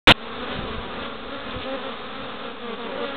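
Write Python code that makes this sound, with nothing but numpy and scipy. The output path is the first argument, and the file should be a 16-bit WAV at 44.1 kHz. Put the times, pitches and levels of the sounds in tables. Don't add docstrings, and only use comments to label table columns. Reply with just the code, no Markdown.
import sys
import numpy as np
from scipy import signal
from scipy.fft import rfft, irfft
from scipy.io import wavfile
from scipy.ndimage import map_coordinates

SR = 44100
rng = np.random.default_rng(int(sys.argv[2]) if len(sys.argv) > 2 else 0)


def gain_from_db(level_db):
    decades = np.asarray(level_db, float) / 20
    return 10 ** decades


def transcribe(signal):
    frames = np.atleast_2d(signal).T
    limited = np.clip(frames, -1, 1)
    pcm = np.round(limited * 32767).astype(np.int16)
    wavfile.write(sys.argv[1], SR, pcm)


N = 139356

# frequency in Hz, level in dB.
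PUFF_COLOUR = [(300, -3), (700, -6), (1250, -1), (1700, -6.5), (2400, -9), (3000, -13), (3600, -1),
               (4200, -3)]


def level(x, db):
    return x * gain_from_db(db) / np.sqrt(np.mean(x ** 2))


def curve(table):
    seconds, db = np.array(table).T
    return gain_from_db(np.interp(np.arange(N) / SR, seconds, db))


def coloured(x, shape):
    hz, db = np.array(shape).T
    bins_hz = np.arange(len(x) // 2 + 1) * SR / len(x)
    gain_db = np.interp(np.log(bins_hz + 1), np.log(hz), db)
    return irfft(rfft(x) * gain_from_db(gain_db), len(x))


def walk(rate):
    knots = rng.standard_normal(1600)
    return map_coordinates(knots, [np.arange(N) * min(rate, 400) / SR + 2], order=3)


def bump(start, length, width):
    t = np.arange(N) / SR
    return np.exp(-((t - start - length / 2) / (width * length)) ** 4)


def draught():
    # time in seconds, level in dB.
    strength = [(0.14, -65), (0.26, -54), (0.35, -49), (0.5, -47), (0.66, -42.5), (0.82, -46), (1.03, -49),
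                (1.59, -47.5), (1.86, -65), (2.4, -66.5), (2.83, -76), (3.16, -61.5)]
    # frequency in Hz, level in dB.
    rumble_colour = [(15, -21.5), (45, -1), (100, -6), (160, -17), (400, -9), (1000, -40.5)]
    gusts = gain_from_db(-4 * walk(16))
    rumble = coloured(rng.standard_normal(N), rumble_colour)
    return curve(strength) * gusts * level(rumble, 0.5)


def thumps():
    # start in seconds, length in seconds, level in dB, top frequency in Hz.
    pushes = [(.555, .025, -33, 150), (.585, 0.031, -30.5, 160), (.63, 0.027, -36, 120),
              (.70, 0.017, -37.5, 120), (.778, 0.018, -32, 110), (1.0, .03, -41.5, 120),
              (1.08, 0.034, -62, 70), (1.17, 0.024, -58, 60), (1.555, 0.043, -34, 130),
              (1.71, .04, -51, 60), (2.2, 0.072, -45.5, 110)]
    out = 0
    for start, length, db, hz in pushes:
        low_band = [(20, -8), (50, 0), (hz, 0), (4 * hz, -22), (4000, -70)]
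        push = coloured(rng.standard_normal(N), low_band) * bump(start, length, 0.44)
        out = out + level(push, db) * np.sqrt(length * SR / N)
    return out


def brushes():
    # start in seconds, length in seconds, level in dB.
    touches = [
        (0.509, 0.062, -35),
        (0.574, 0.012, -37),
        (1.03, .04, -34.5),
        (1.49, 0.074, -34.5),
        (1.598, .055, -31),
        (1.915, .015, -33.5),
        (1.97, 0.066, -54),
        (2.931, 0.028, -44),
        (3.04, 0.084, -35.5),
    ]
    # frequency in Hz, level in dB.
    rasp_colour = [(600, -28), (1500, -10), (2600, -5), (3600, -1), (4400, -8)]
    stroke_hz = 240 * (1 + 0.12 * walk(60))
    phase = np.cumsum(stroke_hz) / SR % 1
    scrape = np.exp(-phase / 0.2) * rng.standard_normal(N)
    touch = sum(gain_from_db(db) * bump(start, length, 0.55) for start, length, db in touches)
    return touch * level(coloured(scrape, rasp_colour), 0)


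def wings(hz, jitter, spread_db, tilt):
    # multiple of the beat, level in dB.
    overtones = [(1, -3.5), (2, -1.5), (3, -8.5), (4, -11), (5, -4.5), (6, -10.5), (7, -11.5), (8, -16.5),
                 (10, -15), (15, -12.5)]
    phase = (np.cumsum(hz * (1 + jitter * walk(120))) / SR + rng.random()) % 1
    k, turn = np.arange(1, 17), np.linspace(0, 1, 513)
    size_db = np.interp(k, *np.array(overtones).T) + np.interp(k, *np.array(tilt).T)
    size = gain_from_db(size_db + spread_db * rng.standard_normal(16))
    shift = 0.1236 * k[:, None] * rng.standard_normal((16, 1))
    cycle = size @ np.cos(2 * np.pi * (k[:, None] * turn + shift))
    hum = np.interp(phase, turn, -level(cycle, 0))
    puffs = np.exp(-phase / 0.29) * rng.standard_normal(N)
    return hum, puffs


def swarm():
    # time in seconds, level in dB.
    activity = [(0.14, -40.5), (0.26, -35), (0.51, -31.5), (0.52, -29.5), (0.65, -35.5), (0.69, -33),
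                (1.38, -35.5), (1.75, -34), (1.76, -34.5), (1.87, -34), (2.17, -35), (2.24, -34.5),
                (2.61, -35.5), (2.63, -37), (2.86, -36), (2.95, -35.5), (3.16, -33.5)]
    tone, air = 0, 0
    for hz in np.linspace(205.1, 280, 18):
        near = gain_from_db(3.5 * walk(5.9))
        drifting_hz = hz * (1 + 0.022 * walk(5))
        hum, puffs = wings(drifting_hz, 0.01001, spread_db=2.0, tilt=[(1, 0)])
        tone = tone + near * hum
        air = air + near * puffs
    return curve(activity) * (level(tone, -1) + level(coloured(air, PUFF_COLOUR), 3))


def close_passes():
    # start in seconds, length in seconds, first beat in Hz, last beat in Hz, level in dB.
    close_bees = [(0.328, 0.12, 230, 239, -42.5), (0.398, .22, 244, 260.7, -37.5),
                  (0.462, 0.098, 284, 294.8, -37.5), (0.559, 0.089, 232, 217, -43),
                  (0.596, .10, 268, 245.8, -37.5), (0.662, .10, 224, 221.8, -37.5),
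                  (0.784, 0.08, 222, 240, -39.5), (0.898, .19, 246, 229.8, -38),
                  (1.274, .09, 240, 234, -43.5), (1.537, 0.074, 255, 255.8, -37),
                  (1.656, .105, 261.6, 273.8, -29), (1.77, 0.065, 256, 244.5, -35),
                  (1.835, 0.066, 268, 266.3, -34.5), (1.858, 0.1, 234, 232.5, -38.5),
                  (2.08, 0.15, 258, 260, -46), (2.211, .13, 236, 239.6, -41), (2.432, 0.094, 238, 232, -36),
                  (2.613, .14, 243, 224.2, -34), (2.786, .09, 242, 223.9, -33),
                  (2.916, 0.068, 272, 262.7, -30), (2.89, .09, 243, 240.6, -38.5),
                  (2.969, 0.093, 292, 280, -32.5), (3.033, .16, 279, 273.2, -34.5),
                  (3.002, 0.054, 238, 240, -29.5),
                  (0.248, 0.1, 200, 190, -50), (0.484, 0.15, 190, 190.8, -46),
                (0.781, .14, 198.2, 190.3, -41), (0.92, .12, 185.3, 179.5, -40.5),
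                (1.044, 0.12, 271, 288.7, -43), (1.19, 0.061, 264, 261, -46),
                (1.317, 0.045, 279, 283, -36.5), (1.441, 0.091, 212, 209, -41),
                (1.942, 0.089, 215, 205.2, -44), (2.392, 0.12, 267.9, 271.3, -39.5),
                (2.623, 0.13, 219.4, 201, -39.5), (2.848, .07, 287, 290.6, -38.5),
                (2.845, .18, 197.1, 184.5, -40)]
    # multiple of the beat, change in dB.
    near_tilt = [(1, -1.5), (2, 1), (3, -2.5), (5, -7), (8, -7), (16, -9.5)]
    far_db, edge_s = -40.5, 0.022
    t, tone, air = np.arange(N) / SR, 0, 0
    for start, length, hz0, hz1, db in close_bees:
        to_edge = np.minimum(t - start, start + length - t)
        fade = np.sin(np.pi / 2 * np.clip(to_edge / edge_s + 0.5, 0, 1)) ** 2
        near = gain_from_db(db + 1.4 * walk(29.97)) * fade
        glide_hz = np.interp(t, [start, start + length], [hz0, hz1])
        tilt = np.array(near_tilt) * [1, max(db - far_db, 0) / 10]
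        hum, puffs = wings(glide_hz, 0.005, spread_db=1.5, tilt=tilt)
        tone = tone + near * hum
        air = air + near * puffs
    shaped = coloured(air, PUFF_COLOUR)
    return tone + shaped * gain_from_db(-7) * np.std(tone) / np.std(shaped)


def scene():
    return (draught() + thumps() + brushes() + swarm() + close_passes())[None]


def low_pass(x):
    return signal.sosfilt(signal.butter(12, 16820, fs=SR, output="sos"), x)


def record(dry):
    garbage_s, running_s = 0.0726, 0.1226
    offset, clip = -0.0097, 0.74
    slow = signal.resample_poly(np.pad(dry[0], (0, 4410), "reflect"), 80, 441) + offset
    garbage = gain_from_db(-2.5) * rng.uniform(-0.9, 1, len(slow))
    slow = np.where(np.arange(len(slow)) / 8000 < running_s, garbage, slow)
    smooth = signal.firwin(32 * 441 + 1, 1 / 441, window=("kaiser", 9))
    full = signal.resample_poly(slow, 441, 80, window=smooth)
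    full = coloured(full, [(4580, 0), (4680, -70)])[:N]
    started = np.clip((np.arange(N) / SR - garbage_s) * 8000 + 1, 0, 1) ** 2
    return low_pass(np.clip(full * started, -clip, clip)[None])


dry = scene()
out = record(dry)
transcribe(out)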